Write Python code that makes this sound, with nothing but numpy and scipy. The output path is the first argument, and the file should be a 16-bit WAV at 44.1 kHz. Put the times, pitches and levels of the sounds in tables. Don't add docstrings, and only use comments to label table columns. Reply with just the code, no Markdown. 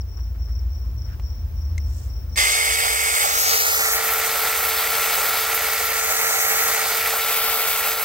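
import sys
import numpy as np
from scipy import signal
from scipy.fft import rfft, irfft, next_fast_len
from scipy.io import wavfile
from scipy.ndimage import map_coordinates

SR = 44100
rng = np.random.default_rng(int(sys.argv[2]) if len(sys.argv) > 2 else 0)


def wav_out(sig):
    wavfile.write(sys.argv[1], SR, np.round(np.clip(np.atleast_2d(sig).T, -1, 1) * 32767).astype(np.int16))


N = 354651
TIME = np.arange(N) / SR
HZ = np.fft.rfftfreq(next_fast_len(N), 1 / SR) + 1e-3

# (time [s], level [dB])
BACKGROUND_FADER = [(0, -0.5), (2.35, 2), (2.41, -4), (2.5, -11.5), (2.8, -10), (3.5, -18.5), (5, -23),
                    (8.04, -24.5)]

IDLE_ORDER_DB = [-49, -65, -38.5, -34, -34.5, -45.5, -62, -34.5, -48, -43]
CYCLE_HZ, FIRING_S = 4.797, 0.205
# (time [s], level [dB])
HUM_LEVEL = [(0, -51), (.7, -53), (1.0, -40.5), (2.4, -46), (8.04, -37.5)]
HUM_HZ = 109.3

# (frequency [Hz], relative level [dB])
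AIR_COLOUR = [(33, -42), (48, -9.5), (75, -12), (130, -29), (300, -37.5), (1000, -47), (2800, -57.5),
              (7000, -62), (10000, -71), (12500, -61.5), (15500, -45)]
# (frequency [Hz], likeness [0-1])
AIR_LIKENESS = [(60, 0.98), (130, 0.81), (290, 0.46), (640, 0)]
AIR_DB = -35

# (first chirp [s], last chirp [s], level [dB])
NEAR_CHIRPS = [(0.014, 0.013, -38.5), (.1735, .2394, -44.5), (.5262, .5934, -43.5), (.7527, .8215, -49),
               (.9872, 1.057, -43.5), (1.231, 1.3002, -47), (1.6237, 1.656, -48), (1.8068, 1.8427, -47),
               (2.105, 2.165, -50), (2.301, 2.335, -52)]
CHIRP_GAP_S, CHIRP_S, NEAR_SAG_HZ = 0.033, 0.018, 800
# (start [s], end [s], level before the fade [dB])
FAR_PHRASES = [(0.056, 0.328, -47.5), (0.372, 0.658, -46.5), (0.672, 0.935, -48.5), (0.948, 1.155, -46),
               (1.202, 1.44, -45), (1.531, 1.77, -48), (1.77, 2.064, -48.5), (2.07, 2.245, -45.5),
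               (2.285, 2.5, -44)]
STROKES_PER_S, FAR_SAG_HZ = 89, 450
PHRASE_RISE_S, PHRASE_FADE_DB = 0.039, -8.5

# (time [s], length [s], level [dB], centre [Hz])
LEAF_RUSTLES = [(0.161, 0.057, -51, 1100), (0.34, 0.032, -54, 1500), (0.462, 0.068, -55, 1290),
                (0.838, .04, -56, 1092), (1.029, 0.16, -52, 1440), (1.815, 0.33, -52, 6760)]

# (time [s], level [dB], ring [Hz], ring length [ms],
# crack against the ring [dB], crack centre [Hz], left over right [dB])
CLICKS = [(1.197, -32.5, 855, 1.1, -9, 2400, 2), (1.78, -31, 2100, 5.8, -2, 6380, 6),
          (2.3588, -27, 2200, 3.9, -3, 4000, -5)]

# (time [s], lag of the left side [ms])
SAW_BEARING = [(2.42, .398), (3.2, .396), (3.4, .351), (3.6, .283), (3.8, .21), (3.94, .14), (4.03, .045),
               (4.7, .008), (5.4, .012), (5.85, .045), (6.1, .1), (6.25, .125), (6.45, .135), (6.6, .1),
               (7.1, .01), (7.4, -.04), (7.65, -.04), (7.95, -.007)]
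# (time [s], level [dB])
SAW_NEARNESS = [(2.4, -0.3), (3.0, -2), (3.3, 1), (3.7, 1.1), (4.0, -.5), (4.25, 0), (4.6, -0.5),
                (5.1, 1.06), (5.9, -1), (6.5, 1.3), (7.0, 0.15), (7.9, 1)]
# (time [s], gain [0-1])
START_GAIN = [(2.359, 0), (2.363, .22), (2.373, .35), (2.376, 1)]
START_S, SURGE_S = 2.36, 0.21
# (shortfall at the start [links/s], time constant [s])
SPEED_SHORTFALLS = [(86, .07), (5.5, 1.8)]
FULL_SPEED = 449.2
SLACK_S, SLACK_SAG, SLACK_DB, SLACK_RECOVER_S = 7.925, 70, -5.5, 0.053
HOUSING_TURN = (3.22, 3.32)
SIDE_ON_MS, PAN_MS = 0.068, 0.049

# (frequency [Hz], relative level [dB])
GEARBOX_COLOUR = [(250, -19), (340, -21.5), (430, -5), (660, -3.5), (780, 2), (960, -7), (1150, -2.5),
                  (1370, 2.5), (1600, -6.5), (1800, -13.5), (2400, -25)]
BAR_COLOUR = [(1300, -48), (1650, -5), (1950, 1.5), (2250, -1), (2600, -0.5), (3000, -6.5), (3800, -14)]
LINKS_COLOUR = [(2400, -28), (3000, -5), (3500, 0), (4100, -1), (5200, -1.5), (5800, -22), (7000, -59)]
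RAIL_COLOUR = [(4600, -33), (5500, -3.5), (6400, 1), (7000, -1), (7800, 1.5), (9000, 1.5), (10500, -10.5)]
FAN_COLOUR = [(7800, -18.5), (9200, -2), (10200, -8), (11500, 7), (13500, 0), (15500, 8), (17000, -4)]
# (level straight ahead [dB], added side-on [dB],
# added while the housing faces the microphones [dB], starting surge [dB])
PART_LEVELS = [(-30, 0.5, -1, 2), (-29, 0.5, 2.5, 4.5), (-33.5, 1, 5.5, 6.5), (-31.5, 5, -0.5, 4.5),
               (-23.5, 0, 0, -8)]
# (left over right following the bearing [dB], the same added whenever off centre [dB])
PART_LEANS = [(-1.5, -1.5), (-3, 1), (-2, 2), (0.5, 5), (3, 0)]
PART_THROB = [(.08, .07, .11, .1), (.18, .25, .15, .17), (.07, .02, .03, .07), (.07, .042, .04, .09),
              (.09, .06, .04, .06)]
PART_TEXTURE = [(0.39, 0.02, 0.092), (0.37, 0.023, 0.045), (0.12, 0.015, 0.47), (0.022, 0.96, 1),
                (0.018, .01, .01)]
SCREENED = 0.24

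WHINE_MULTIPLES = [1, 9 / 7, 2, 15 / 7, 20 / 7, 3, 3.2, 4.2, 5, 5.2]
WHINE_LEVELS = [-42, -53, -51.5, -54, -47, -33.5, -42.5, -46]
# (level turned away [dB], added while facing [dB], starting surge [dB])
FIFTH_LEVELS = [(-40.5, 8.5, 10.5), (-54, 14, 8)]
WHINE_WANDER_DB, WHINE_WANDER = 1.5, 0.3
SPIN_UP_WANDER, SPIN_UP_WANDER_S = 2.0, 0.15

# (centre [Hz], width [Hz])
HOLLOW_BAND = (2130, 110)
# (turned away [dB], added while facing [dB], starting surge [dB])
HOLLOW_LEVEL = (-45, 14, 3.5)
# (centre [Hz], width [Hz])
RAIL_WHISTLE = (6450, 550)
RAIL_WHISTLE_DB = -36
# (time [s], centre [Hz], level [dB], left over right [dB])
BRIGHT_SWEEP = [(3.05, 8600, -33, -9), (3.2, 8000, -27, -3), (3.35, 6200, -28, 2), (3.5, 5350, -22.5, 7.5),
                (3.75, 5620, -30.5, -2), (3.95, 5700, -35, 0), (4.05, 5800, -50, 0)]
SWEEP_WIDTH_HZ = 3200

# (frequency [Hz], level [dB])
FACING_TINT = [(400, 0), (900, 4), (1100, 4.5), (1350, -1), (1650, 0.5), (3600, -0.5), (4050, -7.5),
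               (4500, 0), (9700, 2.5), (14000, -4)]
# (frequency [Hz], level [dB])
SLANT_TINT = [(1400, 0.5), (1900, 4.5), (2600, -2), (3300, -3.5), (4300, -0.5), (6300, 1)]
SLANT_MS = 0.16
LOWER_LAG_MS, UPPER_LAG_MS, PARTING_HZ = 0.018, -0.02, 2500
BASS_SHADE_DB_PER_MS = -10

TREBLE_HZ, TREBLE_LAG_MS, IN_STEP_HZ, CUTOFF_HZ = 7750, 0.25, 12166, 15800


def amp(db):
    return 10 ** (np.asarray(db) / 20)


def rms_one(x):
    return x / np.sqrt(np.mean(x ** 2) + 1e-20)


def in_time(rows):
    times, *columns = np.transpose(rows)
    return np.array([np.interp(TIME, times, column) for column in columns])


def at_hz(points):
    hz, values = np.transpose(points)
    return np.interp(np.log(HZ), np.log(hz), values)


def shaped(x, gain):
    size = next_fast_len(N)
    return irfft(rfft(x, size) * gain, size)[..., :N]


def drift(rate_hz):
    return rms_one(shaped(rng.standard_normal(N), 1 / (1 + (HZ / rate_hz) ** 2)))


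def pan(db):
    return amp(np.array([db / 2, -db / 2]))


def later(x, lag_ms):
    return map_coordinates(x, [np.arange(N) - lag_ms * SR / 1000], order=3)


def resonance(x, hz, width_hz):
    radius = np.exp(-np.pi * width_hz / SR)
    poles = [1, -2 * radius * np.cos(2 * np.pi * hz / SR), radius ** 2]
    return signal.lfilter([1, 0, -1], poles, x + 1e-18)


def narrow_noise(band):
    return rms_one(resonance(resonance(rng.standard_normal(N), *band), *band))


def engine():
    cycle = 2 * np.pi * CYCLE_HZ * (TIME - FIRING_S)
    idle = 0
    for order, db in enumerate(IDLE_ORDER_DB, start=9):
        level = amp(db + 3.5 * drift(1.0))
        idle = idle + level * np.sin(order * cycle + 1.05 * drift(3.3))
    hum_level = amp(in_time(HUM_LEVEL)[0] + 2.9 * drift(1.8))
    hum = hum_level * np.sin(2 * np.pi * HUM_HZ * TIME)
    return np.sqrt(2) * (idle + hum) * pan(1.1)[:, None]


def air():
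    alike = np.clip(at_hz(AIR_LIKENESS), 0, 1)
    colour = amp(at_hz(AIR_COLOUR))
    mid, side = rng.standard_normal((2, N))
    mid = shaped(mid, colour * np.sqrt(1 + alike))
    side = shaped(side, colour * np.sqrt(1 - alike))
    return amp(AIR_DB) * rms_one(np.array([mid + side, mid - side]))


def chirp(length_s, off_hz, sag_hz, phase):
    age = np.arange(round(length_s * SR)) / SR
    pitch_hz = 5650 + off_hz - sag_hz * (age / length_s) ** 4
    strokes = 0.75 - 0.22 * np.cos(2 * np.pi * 170 * age + phase)
    envelope = np.sin(np.pi * age / length_s) ** 0.61
    return envelope * strokes * np.sin(2 * np.pi * np.cumsum(pitch_hz) / SR)


def near_insect():
    out = np.zeros((2, N))
    for first, last, db in NEAR_CHIRPS:
        count = round((last - first) / CHIRP_GAP_S) + 1
        for middle in np.linspace(first, last, count):
            detune, phase, loudness = rng.standard_normal(3)
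            one = amp(db + loudness) * chirp(CHIRP_S, 20 * detune, NEAR_SAG_HZ, phase)
            at = round(max(middle - CHIRP_S / 2, 0) * SR)
            out[:, at:at + len(one)] += one * pan(9.7)[:, None]
    return out


def far_insects():
    out = np.zeros((2, N))
    for start, end, db in FAR_PHRASES:
        for s in np.arange(start, end, 1 / STROKES_PER_S):
            ramp = min(1, (s - start) / PHRASE_RISE_S, (end - s) / PHRASE_RISE_S)
            swell = ramp * amp(db + PHRASE_FADE_DB * (s - start) / (end - start))
            for side in range(2):
                detune, phase, loudness, timing = rng.standard_normal(4)
                gain = swell * amp(1.5 * loudness) * pan(8.5)[side]
                one = gain * chirp(0.0205, -130 * abs(detune), FAR_SAG_HZ, phase)
                at = round((s + 0.0026 * timing) * SR)
                out[side, at:at + len(one)] += one
    blur = rms_one(resonance(resonance(rng.standard_normal((2, N)), 5600, 600), 5200, 650))
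    return out + amp(-63) * blur


def leaves():
    out = np.zeros((2, N))
    for s, length_s, db, hz in LEAF_RUSTLES:
        at, size = round(s * SR), round(length_s * SR)
        swell = np.sin(np.linspace(0, np.pi, size)) ** 1.8
        grains = rng.standard_normal((2, size)) * amp(2.6 * drift(133.0)[:size])
        out[:, at:at + size] += amp(db) * swell * rms_one(resonance(grains, hz, 0.35 * hz))
    return out


def ticks():
    out = np.zeros((2, N))
    age = np.arange(900) / SR
    for s, db, hz, ms, crack_db, crack_hz, pan_db in CLICKS:
        noise = rng.standard_normal(len(age))
        crack = rms_one(resonance(noise, crack_hz, 0.5 * crack_hz)) * np.exp(-age / 0.003)
        ring = np.exp(-(1000 * age / ms) ** 3) * np.sin(2 * np.pi * hz * age)
        tick = ring + amp(crack_db) * crack
        at = round(s * SR)
        out[:, at:at + len(age)] += amp(db) * tick * pan(pan_db)[:, None]
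    return out


def dying(start_s, constant_s):
    return np.exp(-np.maximum(TIME - start_s, 0) / constant_s)


def chain_speed():
    shortfall = sum(short * dying(START_S, constant_s) for short, constant_s in SPEED_SHORTFALLS)
    return FULL_SPEED - shortfall - SLACK_SAG * np.maximum(TIME - SLACK_S, 0)


def facing():
    return np.interp(TIME, HOUSING_TURN, [1, 0])


def saw_db(away_db, facing_db, surge_db):
    slack = np.clip((TIME - SLACK_S) / 0.025, 0, 1) * dying(SLACK_S + 0.025, SLACK_RECOVER_S)
    level_db = away_db + facing_db * facing() + surge_db * dying(START_S, SURGE_S)
    return level_db + in_time(SAW_NEARNESS)[0] + SLACK_DB * slack


def moving_parts(links, side_on, lean, pans):
    contact = np.floor(links * 4).astype(int)
    by_tooth = rng.standard_normal(28)[contact % 28]
    by_link = rng.standard_normal(140)[contact % 140]
    knocks = rms_one(np.diff(contact, prepend=0) * (by_tooth / 2 + by_link))
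    lap = np.interp(links % 35, np.arange(36), np.resize(rng.standard_normal(35), 36))
    link, sprocket, motor = np.cos(2 * np.pi * links / [[1], [7], [5]])
    colours = [GEARBOX_COLOUR, BAR_COLOUR, LINKS_COLOUR, RAIL_COLOUR, FAN_COLOUR]
    direct, scattered = 0, 0
    for colour, levels, sides, depths, texture in zip(colours, PART_LEVELS, pans, PART_THROB, PART_TEXTURE):
        ahead_db, side_db, facing_db, surge_db = levels
        per_link, per_turn, per_motor, per_lap = depths
        knock, ahead, beside = texture
        throb = np.exp(per_link * link + per_turn * sprocket + per_motor * motor + per_lap * lap)
        rattle = rms_one(throb * rng.standard_normal((3, N)))
        rattle[0] = np.sqrt(np.clip(1 - knock, 0, 1)) * rattle[0] + np.sqrt(knock) * knocks
        level_db = saw_db(ahead_db + side_db * np.maximum(side_on, 0), facing_db, surge_db)
        sound = rms_one(shaped(rattle, amp(at_hz(colour)))) * amp(level_db + 1.4 * drift(14.6))
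        share = ahead + (beside - ahead) * np.abs(lean) * (1 - SCREENED * facing())
        share = np.clip(share, 0, 1)
        direct = direct + np.sqrt(1 - share) * sound[0] * sides
        scattered = scattered + np.sqrt(share) * sound[1:] * sides
    return direct, scattered


def whine(links, speed, pans):
    clarity = (speed / speed.max()) ** 2.7
    wander = WHINE_WANDER + SPIN_UP_WANDER * dying(START_S, SPIN_UP_WANDER_S)
    levels = WHINE_LEVELS + [saw_db(*row) for row in FIFTH_LEVELS]
    out = np.zeros((2, N))
    for order, db in zip(WHINE_MULTIPLES, levels):
        tone = np.sin(2 * np.pi * order * links + wander * drift(22.0))
        level = np.sqrt(2) * amp(db + WHINE_WANDER_DB * drift(23.0))
        out += pans[int(order > 4)] * clarity * level * tone
    return out


def hollow():
    return amp(saw_db(*HOLLOW_LEVEL)) * narrow_noise(HOLLOW_BAND)


def rail_whistle(side_on):
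    return amp(RAIL_WHISTLE_DB) * side_on ** 2 * (1 - facing()) * narrow_noise(RAIL_WHISTLE)


def sweep():
    hz, db, pan_db = in_time(BRIGHT_SWEEP)
    slow = shaped(rng.standard_normal((2, N)), 1 / (1 + (2 * HZ / SWEEP_WIDTH_HZ) ** 4))
    turn = 2 * np.pi * np.cumsum(hz) / SR
    band = rms_one(slow[0] * np.cos(turn) + slow[1] * np.sin(turn))
    return amp(db) * band * pan(pan_db)


def lagged_left(left, lag_ms):
    bass = shaped(left, 1 / (1 + (HZ / 950) ** 4))
    high = shaped(left, 1 / (1 + (PARTING_HZ / HZ) ** 8))
    middle = left - bass - high
    late_high = later(high, lag_ms + UPPER_LAG_MS)
    late_middle = later(middle, 0.93 * lag_ms + LOWER_LAG_MS)
    late_bass = later(bass, 1.24 * lag_ms + LOWER_LAG_MS)
    return late_high + late_middle + amp(BASS_SHADE_DB_PER_MS * lag_ms) * late_bass


def saw():
    speed = chain_speed()
    links = np.cumsum(speed * (1 + 0.0015 * drift(6.0))) / SR
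    lag_ms = in_time(SAW_BEARING)[0]
    side_on, lean = np.tanh(lag_ms / SIDE_ON_MS), np.tanh(lag_ms / PAN_MS)
    pans = [pan(follow_db * lean + off_db * np.abs(lean)) for follow_db, off_db in PART_LEANS]
    direct, scattered = moving_parts(links, side_on, lean, pans)
    direct = direct + sweep() + whine(links, speed, pans) + pans[1] * hollow()
    left, right = direct + rail_whistle(side_on)
    sound = np.array([lagged_left(left, lag_ms), right]) + scattered
    slant = lag_ms / SLANT_MS
    slant_share = slant * np.exp((1 - slant ** 2) / 2)
    for tint, share in [(FACING_TINT, facing()), (SLANT_TINT, slant_share)]:
        sound = sound + share * shaped(sound, amp(at_hz(tint)) - 1)
    return in_time(START_GAIN)[0] * sound


def scene():
    background = engine() + air() + near_insect() + far_insects() + leaves()
    return amp(in_time(BACKGROUND_FADER)[0]) * background + ticks() + saw()


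def record(dry):
    left, right = dry
    treble = 1 / (1 + (TREBLE_HZ / HZ) ** 16)
    lag = np.exp(-2j * np.pi * (HZ - IN_STEP_HZ) * TREBLE_LAG_MS / 1000)
    mixed_left = shaped(left, (1 - treble) ** 0.88) + shaped(right, treble ** 1.2 * lag)
    rounded = np.tanh(np.array([mixed_left, right]))
    top_cut = signal.cheby2(16, 60, CUTOFF_HZ * 1.03, fs=SR, output="sos")
    return signal.sosfilt(top_cut, rounded)


dry = scene()
out = record(dry)
wav_out(out)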